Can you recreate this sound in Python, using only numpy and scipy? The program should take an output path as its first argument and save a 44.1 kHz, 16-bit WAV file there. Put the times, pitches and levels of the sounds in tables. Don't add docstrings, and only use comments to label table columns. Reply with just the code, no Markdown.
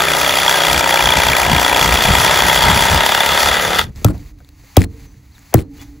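import sys
import numpy as np
from scipy import signal
from scipy.fft import rfft, irfft
from scipy.io import wavfile
from scipy.ndimage import uniform_filter1d, map_coordinates

SR = 44100
rng = np.random.default_rng(int(sys.argv[2]) if len(sys.argv) > 2 else 0)


def to_linear_factor(level_db):
    exponent = np.asarray(level_db, float) / 20
    return 10 ** exponent


def generate_wav(signal):
    frames = np.transpose(np.atleast_2d(signal))
    scaled = np.clip(frames, -1, 1) * 32767
    pcm = np.round(scaled).astype(np.int16)
    wavfile.write(sys.argv[1], SR, pcm)


N = 264600
T = np.arange(N) / SR
HZ = np.fft.rfftfreq(N, 1 / SR)

# (time [s], peak level [dB], time to fall 12 dB [s])
GUSTS = [(.65, -28, 0.0108), (.75, -21.5, 0.0799), (.99, -18, 0.0021), (1.07, -19, 0.0502),
         (1.18, -16.5, 0.0233), (1.3, -18.5, 0.0645), (1.53, -12, 0.0742), (1.86, -18.5, 0.115),
         (1.94, -18.5, 0.1387), (2.11, -14, 0.0798), (2.18, -18, 0.0594), (2.45, -17.5, 0.0604),
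         (2.69, -10, 0.0446), (2.77, -16.5, 0.1081), (2.938, -14.5, 0.0746), (3.33, -26, 0.0792),
         (3.49, -26.5, 0.1754), (3.68, -27.5, 0.2065)]
# (time [s], level [dB])
BREEZE = [(0, -34), (.6, -37.5), (1.62, -30.5), (2.05, -24.5), (2.85, -27), (3, -35.5), (3.6, -40.5),
          (3.75, -29.5), (3.9, -28), (3.94, -46.5)]
# (time [s], ground shake [dB], its 60 dB fade [s], plank hum [dB], its 60 dB fade [s])
BLOWS = [
    (3.94, -25.5, 1, -70, 1),
    (4.044, -14, 0.44, -39, 1.1),
    (4.766, -26.5, 1., -34.5, 0.92),
    (5.54, -2.5, 0.2257, -34, 1.8),
    (5.72, -39.5, 1.83, -47.5, 1.8),
]
# (time [s], pitch [Hz], level [dB])
BIRD = [
    (5.315, 3718, -61),
    (5.325, 4260, -55),
    (5.337, 4970, -62),
    (5.345, 4100, -55),
    (5.36, 3650, -49),
    (5.37, 3400, -64),
]
# (frequency [Hz], left minus right [dB])
PORT_TILT = [(60, 0.0), (110, -0.5), (200, -0.5), (380, 0.5), (700, 3.5), (1290, 3.0), (2380, 0.5),
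             (4400, 0.0)]
# (frequency [Hz], left leads by [radians])
PHASE_LEAD = [(0, 0), (1460, .8), (2150, 0.), (7350, 0), (8850, -np.pi), (9300, -np.pi), (11000, -2 * np.pi),
              (11450, -2 * np.pi), (13000, -3 * np.pi), (13650, -3 * np.pi), (15100, -4 * np.pi)]
# (start [s], end [s], first level [dB], last level [dB])
SWINGS = [(3.85, 3.954, -64, -66.5), (3.957, 4.045, -48, -49), (4.126, 4.318, -53.5, -55),
          (4.374, 4.583, -66.5, -64), (4.585, 4.757, -57.5, -49), (4.892, 5.001, -63, -52),
          (4.999, 5.066, -51.5, -54), (5.072, 5.325, -62.5, -63.5), (5.335, 5.525, -57.5, -51),
          (5.7, 5.83, -67, -42.5), (5.825, 6., -54, -67)]
# (frequency [Hz], density [dB per Hz])
RUSTLE_COLOUR = [(450, -18), (750, 0.5), (1200, -1), (1500, -3), (2100, 2.5), (3200, -8), (4500, -1),
                 (5400, -8.5), (6300, -2), (8000, -9), (11000, -8.5), (15500, -6)]
# (time [s], level [dB], pitch [Hz], 60 dB fade [s])
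LOG_BUMPS = [(3.87, -30.5, 127.3, 0.17), (4.013, -22.5, 160, .08), (4.048, -18, 619.5, 0.067),
             (4.086, -20.5, 466.2, 0.038), (4.098, -14.5, 215.7, 0.11), (4.14, -33, 551.4, 0.1),
             (4.402, -47, 500.4, .1), (4.631, -49, 451.1, .1), (4.771, -14, 642.7, 0.074),
             (4.805, -11.5, 193.6, .15), (4.84, -26, 378.2, 0.061), (5.525, -25, 507, .1),
             (5.529, -32, 1612, .15), (4.757, -32.5, 1799, .15), (5.544, -12, 604, 0.049),
             (5.577, -15.5, 248.2, .15), (5.621, -34.5, 283, 0.071), (5.782, -47, 350, 0.13)]
# (time [s], peak level [dB], centre [Hz])
CHIPS = [(3.9599, -21, 5200), (3.9744, -40, 2810), (4.052, -20, 2500), (4.0584, -20, 3300),
         (4.0657, -10, 1340), (4.076, -22, 1700), (4.0805, -22, 1600), (4.0846, -8, 1210),
         (4.1184, -30.5, 2020), (4.1494, -49, 4150), (4.1794, -23.5, 4310), (4.2293, -36.5, 1690),
         (4.3884, -31.5, 4220), (4.4039, -32, 1520), (4.4473, -28.5, 3600), (4.4897, -25.5, 4220),
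         (4.782, -7.5, 2607), (4.7881, -12.5, 1990), (4.7924, -22.5, 1350), (4.8182, -2, 1990),
         (4.8304, -49, 2140), (4.8395, -8.5, 1893), (5.1427, -35.5, 1780), (5.3812, -28, 1710),
         (5.3924, -28.5, 6450), (5.548, -12, 1900), (5.5544, -8, 1777), (5.559, -20, 2100),
         (5.572, -18, 1600), (5.584, -26, 2800), (5.5907, -14, 2200), (5.603, -26, 2400),
         (5.7339, -48, 2290), (5.7588, -44, 2533), (5.7823, -29.5, 1473), (5.8157, -17.5, 7503)]
# (start [s], end [s], level [dB])
SPLINTERS = [
    (4.057, 4.117, -39),
    (4.788, 4.847, -34),
    (5.547, 5.622, -37.5),
]
# (time [s], crack level [dB], thud level [dB])
CHOPS = [
    (4.0441, -8, -2),
    (4.7667, 2.5, 4),
    (5.5393, -5.5, 3),
]
# (length [s], fibre pitch [Hz], edge pitch [Hz], top end [dB])
CRACKS = [
    (.004, 1500, 6900, 4),
    (.0028, 3380, 9000, -4),
    (0.003, 1500, 9500, 7),
]
# (pitch drop [Hz], end pitch [Hz], length [s], pitch fall time [s])
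THUDS = [
    (920, 95.1, .024, .0044),
    (820, 88, 0.025, .0065),
    (790, 103.5, 0.016, .0062),
]
# (pitch [Hz], level [dB], 60 dB fade [s])
LOG_MODES = [
    [(65.53, -10.5, 2.37), (106.18, 0.5, 0.44), (173.02, -4.5, 0.34), (295.28, -7.5, 0.27),
     (504.5, -20, 0.078), (630, -39, 1.5), (1244.9, -27, 0.15)],
    [(92.86, 2.5, 0.24), (175.87, -0.5, 0.19), (286, -16, 0.52), (334.62, -5.5, 0.19), (420.4, -26, 0.18),
     (704, -28.5, 0.067), (890.58, -29.5, 0.082)],
    [(107.79, 5, 0.14), (160, -2.5, 0.13), (293, -16.5, 0.11), (386.47, -10, 0.19), (544.3, -32, 0.14),
     (1136.3, -37.5, 0.16), (1286.4, -36, 0.11)],
]
LOG_TRIM = [-6, -5, -5]
# (pitch [Hz], width [Hz], level [dB])
SPLIT_MODES = [
    [(2590, 240, -8), (3420, 250, 0), (4760, 260, -4), (5580, 190, -8), (6500, 280, -4), (7530, 390, -4)],
    [(3330, 220, 0), (3810, 270, 0), (4870, 290, -9), (6330, 250, -9), (7730, 330, -5), (8740, 250, -18)],
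    [(2100, 290, 0), (3350, 510, -4), (4580, 210, -13), (5540, 250, -13), (7070, 280, -4), (8220, 420, -12)],
]
SPLIT_TRIM = [-14, -6, -12]
# (time [s], pitch [Hz], level [dB], 60 dB fade [s])
STEEL = [(4.79, 4200, -40, .2), (5.56, 4150, -36, .17), (5.06, 6100, -53, .3), (5.82, 6100, -56, .15),
         (5.79, 3420, -37, .14), (5.79, 2900, -42, .12), (4.12, 445, -55, .5), (4.85, 450, -39, .55),
         (5.62, 452, -48, .9), (5.7, 820, -62, 2.), (5.545, 315, -5, .13), (4.09, 300, -16, .2),
         (4.0445, 1300, 1, .035), (4.767, 1500, 0, .03), (5.541, 1350, -2, .03), (4.086, 1400, -27, .07),
         (4.819, 2000, -26, .05), (4.404, 1550, -44, .05)]
# (time [s], peak level [dB])
BLADE_SLAPS = [(0.1017, -11), (0.1351, -8), (0.2628, -9), (0.2942, -8), (0.3252, -8), (0.3865, -9),
               (0.4174, -9), (0.4793, -6), (0.5107, -8), (0.5417, -9), (0.6345, -8), (0.6654, -10),
               (0.6973, -7), (0.7292, -9), (0.9248, -10), (0.9582, -9), (0.9901, -9), (1.0231, -10),
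               (1.0565, -5), (1.0894, -5), (1.1218, -4), (1.2191, -7), (1.2526, -7), (1.2855, -6),
               (1.3179, -11), (1.3518, -7), (1.3848, -8), (1.4506, -11), (1.516, -8), (1.5494, -11),
               (1.5818, -6), (1.6477, -7), (1.7469, -8), (1.7794, -6), (1.8118, -7), (1.8442, -8),
               (1.8771, -9), (1.9734, -11), (2.0383, -10), (2.0717, -8), (2.1675, -10), (2.2633, -11),
               (2.4034, -8), (2.4967, -6), (2.5581, -7), (2.575, -5), (2.6359, -9), (2.6683, -8),
               (2.6993, -8), (2.8245, -9), (2.8888, -8), (3.0649, -7), (3.0944, -7), (3.1223, -5),
               (3.2076, -8), (3.3209, -6), (3.3493, -7), (3.489, -8), (3.5289, -7), (3.6012, -13)]
# (time [s], peak level [dB])
SHOE_KNOCKS = [(0.0498, -12), (0.0827, -11), (0.1491, -11), (0.2453, -11), (0.4319, -12), (0.4933, -11),
               (0.6484, -11), (0.6799, -10), (0.7108, -7), (0.7442, -11), (0.7761, -10), (0.8086, -9),
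               (0.841, -7), (0.8739, -11), (0.9063, -8), (0.9398, -10), (0.9722, -8), (1.0051, -8),
               (1.1029, -10), (1.1682, -8), (1.2007, -9), (1.2336, -9), (1.267, -7), (1.2999, -7),
               (1.3329, -7), (1.3663, -9), (1.3987, -12), (1.4646, -9), (1.4975, -9), (1.5299, -11),
               (1.5638, -9), (1.6297, -10), (1.6621, -11), (1.6955, -10), (1.728, -10), (1.7928, -10),
               (1.8262, -9), (1.8582, -10), (1.8911, -12), (1.923, -10), (1.9555, -10), (2.0198, -9),
               (2.0522, -8), (2.1495, -9), (2.1814, -11), (2.2134, -9), (2.2772, -11), (2.3406, -10),
               (2.372, -9), (2.5586, -10), (2.6189, -12), (2.6504, -9), (3.0884, -10), (3.1173, -12),
               (3.1457, -13), (3.2031, -11), (3.2311, -12), (3.259, -11), (3.6735, -13), (3.7249, -11)]
# (time [s], peak level [dB])
BRANCH_BOOMS = [(0.019, -12), (0.17, -12), (0.699, -8), (0.732, -12), (0.797, -12), (0.861, -12),
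                (0.927, -12), (0.993, -9), (1.059, -11), (1.092, -9), (1.124, -8), (1.189, -13),
                (1.222, -9), (1.289, -10), (1.388, -11), (1.421, -9), (1.453, -12), (1.486, -12),
                (1.519, -11), (1.584, -10), (1.631, -11), (1.696, -12), (1.716, -12), (1.782, -11),
                (1.815, -11), (1.847, -11), (1.925, -9), (2.009, -10), (2.055, -9), (2.152, -9),
                (2.184, -10), (2.249, -9), (2.312, -8), (2.405, -10), (2.638, -7), (2.683, -10),
                (2.746, -10), (2.778, -12), (2.918, -12), (3.033, -9), (3.061, -9), (3.091, -10),
                (3.147, -12), (3.176, -9), (3.204, -13), (3.261, -13), (3.309, -9), (3.403, -12),
                (3.52, -12), (3.792, -14)]
# (time [s], strokes done [count])
STROKES = [(0, .39), (.2, 6.51), (.6, 19.39), (.8, 25.71), (1.05, 33.29), (1.2, 37.94), (1.8, 56.16),
           (2.2, 68.49), (2.4, 74.84), (2.6, 81.27), (3, 94.3), (3.4, 108.38), (3.6, 115.65), (4, 130.4)]
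# (time [s], level [dB], knock strength [0-1])
CUT = [(0, -13, .93), (.55, -12, 0.78), (.8, -13.5, 1), (1.7, -14, 1), (2.05, -11, 0.68),
       (2.3, -10.5, 0.61), (2.7, -10.5, 0.65), (3.05, -12, 0.9), (3.3, -10.5, 0.59), (3.55, -10.5, 0.62),
       (3.7, -14, .55), (3.8, -11.5, 0.53), (4, -9.5, 1)]
# (time [s], share of the knock [0-1])
BITE = [(0, .85), (.7, .9), (.9, 1), (2.7, 1), (2.95, .7), (3.06, .1), (3.3, .15), (3.5, .35), (4, .4)]
# (pitch [Hz], width [Hz], level [dB], pull knock over rasp [dB],
# push knock place [strokes], push knock over rasp [dB])
BODY = [(350, 280, -17.5, -3, .5, 0), (644, 287.9, -9, 4, .6, -5.5), (950, 200, -6.5, -6.5, .66, -6),
        (1328.6, 235.7, -7.8, -6, .6, -10), (1592.7, 394.97, -5.5, -21.5, 0.75, -9),
        (1893.1, 320.67, -8.5, -14.5, 0.77, -9), (2360, 280, -12.5, 4, 0.65, -19),
        (2798.4, 210, -12, -6.5, 0.54, -13.5), (3316.8, 300, -11, -15.5, .58, -6),
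        (3430, 270, -10.5, -9.5, .58, -6), (4596.6, 850, -14.5, -10.5, 0.41, -15.5),
        (5846.4, 897.5, -15.5, -14, 0.43, -11.5), (6800, 1000, -19, -12.5, .5, -16.5),
        (7500, 500, -18.5, -10, .5, -14), (8700, 1300, -19, -8, .5, -14),
        (10300, 1100, -14.5, -6.5, .6, -15), (12000, 2000, -19, -6.5, .6, -15),
        (14406, 2400, -15, -8, 1, -9.5)]
# (multiple of stroke rate [count], level [dB])
HUM = [(4, -30.5), (5, -21.5), (6, -26), (7, -30), (8, -32), (9, -25.5), (10, -33), (11, -24.5), (12, -23),
       (13, -24.5), (14, -27), (16, -28.5), (18, -18.5)]


def unit(x):
    return x / np.sqrt(np.mean(x ** 2))


def curves(table, off_db=-120):
    s, *columns = np.transpose(table)
    return [np.interp(T, s, column, off_db, off_db) for column in columns]


def band(x, hz, width):
    return signal.lfilter(*signal.iirpeak(hz, hz / width, SR), x)


def walk(rate):
    hold = int(SR / rate)
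    steps = np.repeat(rng.standard_normal(N // hold + 1), hold)
    return 0.87 * uniform_filter1d(steps, hold)[:N]


def add(out, s, x):
    i = int(s * SR)
    out[i:i + len(x)] += x[:N - i]


def ring(hz, db, t60, rise_s):
    t = T[:int(SR * min(1.2 * t60, 1))]
    return to_linear_factor(db) * np.sin(2 * np.pi * hz * t) * (1 - np.exp(-t / rise_s)) * to_linear_factor(-60 * t / t60)


def left_right(x, states=(0,), wander_hz=300):
    hz, db = np.transpose(PORT_TILT)
    tilt = np.interp(np.log(HZ + 1), np.log(hz), db)
    state = np.repeat(rng.choice(states, N // 2048 + 1), 2048)[:N]
    out, spectrum = 0, rfft(x)
    for k in states:
        lead = np.interp(HZ + k * wander_hz * (HZ > 6000), *np.transpose(PHASE_LEAD))
        half = to_linear_factor(tilt / 2) * np.exp(.5j * lead)
        chosen = uniform_filter1d(1. * (state == k), size=256)
        out = out + chosen * irfft(spectrum * np.array([half, 1 / half]), N)
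    return out


def wind():
    def rumble():
        air = rng.standard_normal(N)
        low = band(band(air, 70, 62), 70, 72)
        return unit(low + 0.31816 * band(band(air, 132, 120), 132, 130))

    mid, side = rumble(), rumble()
    db = curves(BREEZE)[0]
    for s, peak_db, fall_s in GUSTS:
        db = np.maximum(db, peak_db - 12 * np.abs(T - s) / fall_s)
    return to_linear_factor(db) * (mid + (.06 * mid + 0.14 * side) * np.array([[1], [-1]]))


def yard():
    rumble_db, hum_db, start_s = -45.5, -60, 4.2
    shake_rise_s, hum_rise_s = 0.025, .09
    fade = ((T - start_s) / .1).clip(0, 1)
    shake, buzz = to_linear_factor(rumble_db) * fade, to_linear_factor(hum_db) * fade
    for s, shake_db, shake_t60, plank_db, plank_t60 in BLOWS:
        t = (T - s).clip(0)
        shake = shake + to_linear_factor(shake_db - 60 * t / shake_t60) * (1 - np.exp(-(t / shake_rise_s) ** 2))
        buzz = buzz + to_linear_factor(plank_db - 60 * t / plank_t60) * (1 - np.exp(-(t / hum_rise_s) ** 4))
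    rumble = band(band(rng.standard_normal(N), 60, 70), 60, 70)
    rumble = unit(rumble + 0.16 * band(band(rng.standard_normal(N), 110, 100), 170, 150))
    hum = band(band(rng.standard_normal(N), 286, 16), 286, 30)
    hum = unit(hum + .1 * band(band(rng.standard_normal(N), 445, 18), 445, 30))
    return shake * rumble + buzz * hum


def bird():
    hz, db = curves(BIRD)
    return to_linear_factor(db) * np.sin(2 * np.pi * np.cumsum(hz) / SR)


def swings():
    edge_s, out = .018, 0
    for start, end, first_db, last_db in SWINGS:
        edge = (np.minimum(T - start, end - T) / edge_s + .5).clip(0, 1)
        out = out + edge * to_linear_factor(np.interp(T, (start, end), (first_db, last_db)))
    return out


def rustle(alike=.85):
    hz, db = np.transpose(RUSTLE_COLOUR)
    colour = to_linear_factor(np.interp(np.log(HZ + 1), np.log(hz), db))
    noise = rng.standard_normal((3, N)) * to_linear_factor(1.4 * walk(60))
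    noise = unit(irfft(rfft(noise) * colour, N))
    level = to_linear_factor(4.0) * swings() + to_linear_factor(-62.0) * (T > 3.85)
    return level * (alike * left_right(noise[0]) + (1 - alike) * noise[1:])


def log_bumps():
    out, t = np.zeros(N), T[:SR // 4]
    for s, db, hz, t60 in LOG_BUMPS:
        bump = band(band(rng.standard_normal(len(t)), hz, .9 * hz), hz, .9 * hz)
        add(out, s, to_linear_factor(db) * unit(bump) * (1 - np.exp(-t / 0.0026)) * to_linear_factor(-60 * t / t60))
    return out


def chips():
    out, t = np.zeros(N), T[:SR // 50]
    for s, db, hz in CHIPS:
        click = rng.standard_normal(len(t)) * np.exp(-t / .0007)
        tone = np.sin(2 * np.pi * hz * t) * (1 - np.exp(-t / .0003)) * np.exp(-t * hz / 1.6)
        tick = .4 * click + tone
        add(out, s, to_linear_factor(db - 6) * tick / np.abs(tick).max())
    grit = rng.standard_normal(N) * to_linear_factor(4.5 * walk(300))
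    crackle = band(grit, 2000, 3000) + .5 * band(grit, 4200, 900)
    crackle = unit(crackle + 1.2 * band(grit, 8600, 2000) + .6 * band(grit, 15000, 2000))
    for start, end, db in SPLINTERS:
        span = slice(int((start - .01) * SR), int((end + .01) * SR))
        from_middle = (T[span] - (start + end) / 2) / ((end - start) / 2)
        out[span] += to_linear_factor(db) * crackle[span] / (1 + from_middle ** 12)
    return out


def crack(crack_s, fibre_hz, edge_hz, top_db):
    t = T[:SR // 10]
    snap = rng.standard_normal(len(t))
    snap = .45 * band(snap, fibre_hz, 3000) + band(snap, edge_hz, 4100) + to_linear_factor(top_db) * band(snap, 14000, 5200)
    return 6 * snap * (t / crack_s) ** 2 * np.exp(2 - 5 * t / crack_s)


def thud(drop_hz, end_hz, thud_s, fall_s):
    t = T[:SR // 10]
    hz = end_hz + drop_hz * np.exp(-(t / fall_s) ** 2)
    shape = (1 - np.exp(-t / 0.003)) * np.exp(-(t / thud_s) ** 4)
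    return shape * np.sin(2 * np.pi * np.cumsum(hz) / SR)


def chops():
    out = np.zeros(N)
    for i, (s, crack_db, thud_db) in enumerate(CHOPS):
        add(out, s + .0007, to_linear_factor(crack_db + 1.5) * crack(*CRACKS[i]))
        for hz, width, db in SPLIT_MODES[i]:
            add(out, s + .0012, ring(hz, db + SPLIT_TRIM[i], np.clip(6 / width, .01, .022), .0012))
        crack_s = CRACKS[i][0]
        add(out, s + .5 * crack_s, to_linear_factor(thud_db) * thud(*THUDS[i]))
        for hz, db, t60 in LOG_MODES[i]:
            add(out, s + .006, ring(hz, db + LOG_TRIM[i], min(t60, .25), 0.0038))
    for s, hz, db, t60 in STEEL:
        tone = ring(hz, db, t60, 0.0092)
        add(out, s, tone * to_linear_factor(4.5 * walk(120)[:len(tone)]))
    return out


def slaps(spread=.008, contrast=.4, freed_db=3):
    out, t = np.zeros(N), T[:SR // 100]
    # (events, pitch [Hz], gain [dB], 60 dB fade [s], rise [s], tick [dB])
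    contacts = ((BLADE_SLAPS, 3345, 8.5, .018, .002, -16),
                (SHOE_KNOCKS, 2360, 8, .017, .002, -9),
                (BRANCH_BOOMS, 945, 6, .032, .003, -30))
    for table, hz, gain_db, t60, rise_s, tick_db in contacts:
        for s, db in table:
            pitch = hz * (1 + spread * rng.standard_normal())
            ring_db = db + contrast * (db + 6) + gain_db - freed_db * (s > 2.95)
            add(out, s - .0005, ring(pitch, ring_db, t60, rise_s))
            tick = band(rng.standard_normal(len(t)) * np.exp(-t / .0018), 5500, 7000)
            add(out, s, to_linear_factor(db + tick_db) * tick)
    return out


def turn_knocks(turns, bite, pull_db, place, push_db, scatter_db=2., jitter=.015):
    chance = rng.standard_normal((200, 4))[:131]
    strokes = np.arange(131)
    pull = np.searchsorted(turns, strokes - .05 + jitter * chance[:, 0])
    push = np.searchsorted(turns, strokes + place - .05 + jitter * chance[:, 1])
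    pull_bite, push_bite = bite[pull.clip(0, N - 1)], bite[push.clip(0, N - 1)]
    knock = np.zeros(N + 1)
    knock[pull] = to_linear_factor(pull_db + scatter_db * chance[:, 2]) * pull_bite
    push_level = to_linear_factor(push_db) + .55 * to_linear_factor(pull_db) * (1 - push_bite)
    knock[push] = to_linear_factor(scatter_db * chance[:, 3]) * push_level
    return knock[:N]


def part_level(hz, bite, case_db):
    if hz < 900:
        return case_db
    if hz < 1000:
        return 1.0583 - 5 * (T / 1.9231 - 1) ** 2
    if 3000 < hz < 3600:
        return 0.4122 + 20 * np.log10(0.29275 + (bite if hz < 3400 else 1 - bite))
    return -1.5878 * (1 - bite) * (hz > 3600)


def saw(sharp=5.5, swell=1.6, memory=6., repeat_hz=874.0, grit_db=2.5):
    (level_db, effort), bite = curves(CUT, 0), curves(BITE, 0)[0]
    case_db = -0.7452 - 0.55 * (level_db - CUT[0][1]) - 1.2 * (1 - bite)
    level_db = level_db - 480 * (T - 3.806).clip(0)
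    turns = np.interp(T, *np.transpose(STROKES))

    pattern = rng.standard_normal((200, 1400))
    repeat = unit(map_coordinates(pattern, [turns / memory, turns % 1 * 1399], order=1))
    teeth = unit(rng.standard_normal(N) * to_linear_factor(grit_db * rng.exponential(size=N)))

    half = (2 * turns + .5).astype(int)
    luck = to_linear_factor(2.2 * rng.standard_normal(400).clip(-2, 1.2))[half]
    grip = luck * np.where(half % 2, 1.4 - .4 * bite, bite) * effort
    force = 1 + swell * grip * np.exp(sharp * (np.cos(4 * np.pi * (turns - .03)) - 1))

    out, stroke = 0, rng.standard_normal(200)[turns.astype(int)]
    for n, (hz, width, db, pull_db, place, push_db) in enumerate(BODY):
        knock = turn_knocks(turns, bite, pull_db, place, push_db)
        share = np.exp(-hz / repeat_hz)
        rasp = unit(force * (np.sqrt(share) * repeat + np.sqrt(1 - share) * teeth))
        drive = rasp + np.sqrt(SR / 31) * effort.clip(0, 1.5) * knock
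        part_db = part_level(hz, bite, case_db)
        part_db = part_db + 1.1 * walk(12) + 1.5 * (hz > 3600) * stroke
        facing = 1
        if hz < 900:
            facing = (-1) ** n
        elif hz > 4000:
            facing = -(-1) ** n
        sound = unit(band(band(drive, hz, 1.3597 * width), hz, 1.3544 * width))
        out = out + facing * to_linear_factor(db + part_db) * sound
    out = out / np.std(out[:3 * SR])
    for order, db in HUM:
        phase = order * turns + rng.random() + .15 * walk(6)
        out += to_linear_factor(db + 1.5 + case_db + 2.63 * walk(5)) * np.sin(2 * np.pi * phase)
    return to_linear_factor(level_db - .35) * out


def ground_echo(x):
    scatter = rng.standard_normal(4000) * to_linear_factor(-60 * T[:4000] / .12)
    echo = signal.fftconvolve(x, scatter / np.linalg.norm(scatter))[:N]
    return 1.9 * band(echo, 250, 400) + band(echo, 1300, 1500)


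def scene():
    side = np.array([[1], [-1]])
    far = to_linear_factor(-.8 * side) * yard()
    chopping = chops() + log_bumps() + chips() + bird()
    cutting = saw() + slaps()
    ground = to_linear_factor(-13.5) * side * ground_echo(cutting + .6 * chopping)
    near = left_right(cutting, (-1, 0, 1)) + to_linear_factor(1.5 * side) * left_right(chopping)
    return near + far + ground + wind() + rustle()


def top_cut(x):
    return signal.sosfilt(signal.butter(12, 16270, fs=SR, output="sos"), x)


def record(dry):
    top_hz = 15750
    low_pass = signal.ellip(12, .2, 60, top_hz, fs=SR, output="sos")
    mix = np.clip(signal.sosfilt(low_pass, dry), -1, 1)
    return top_cut(mix)


dry = scene()
out = record(dry)
generate_wav(out)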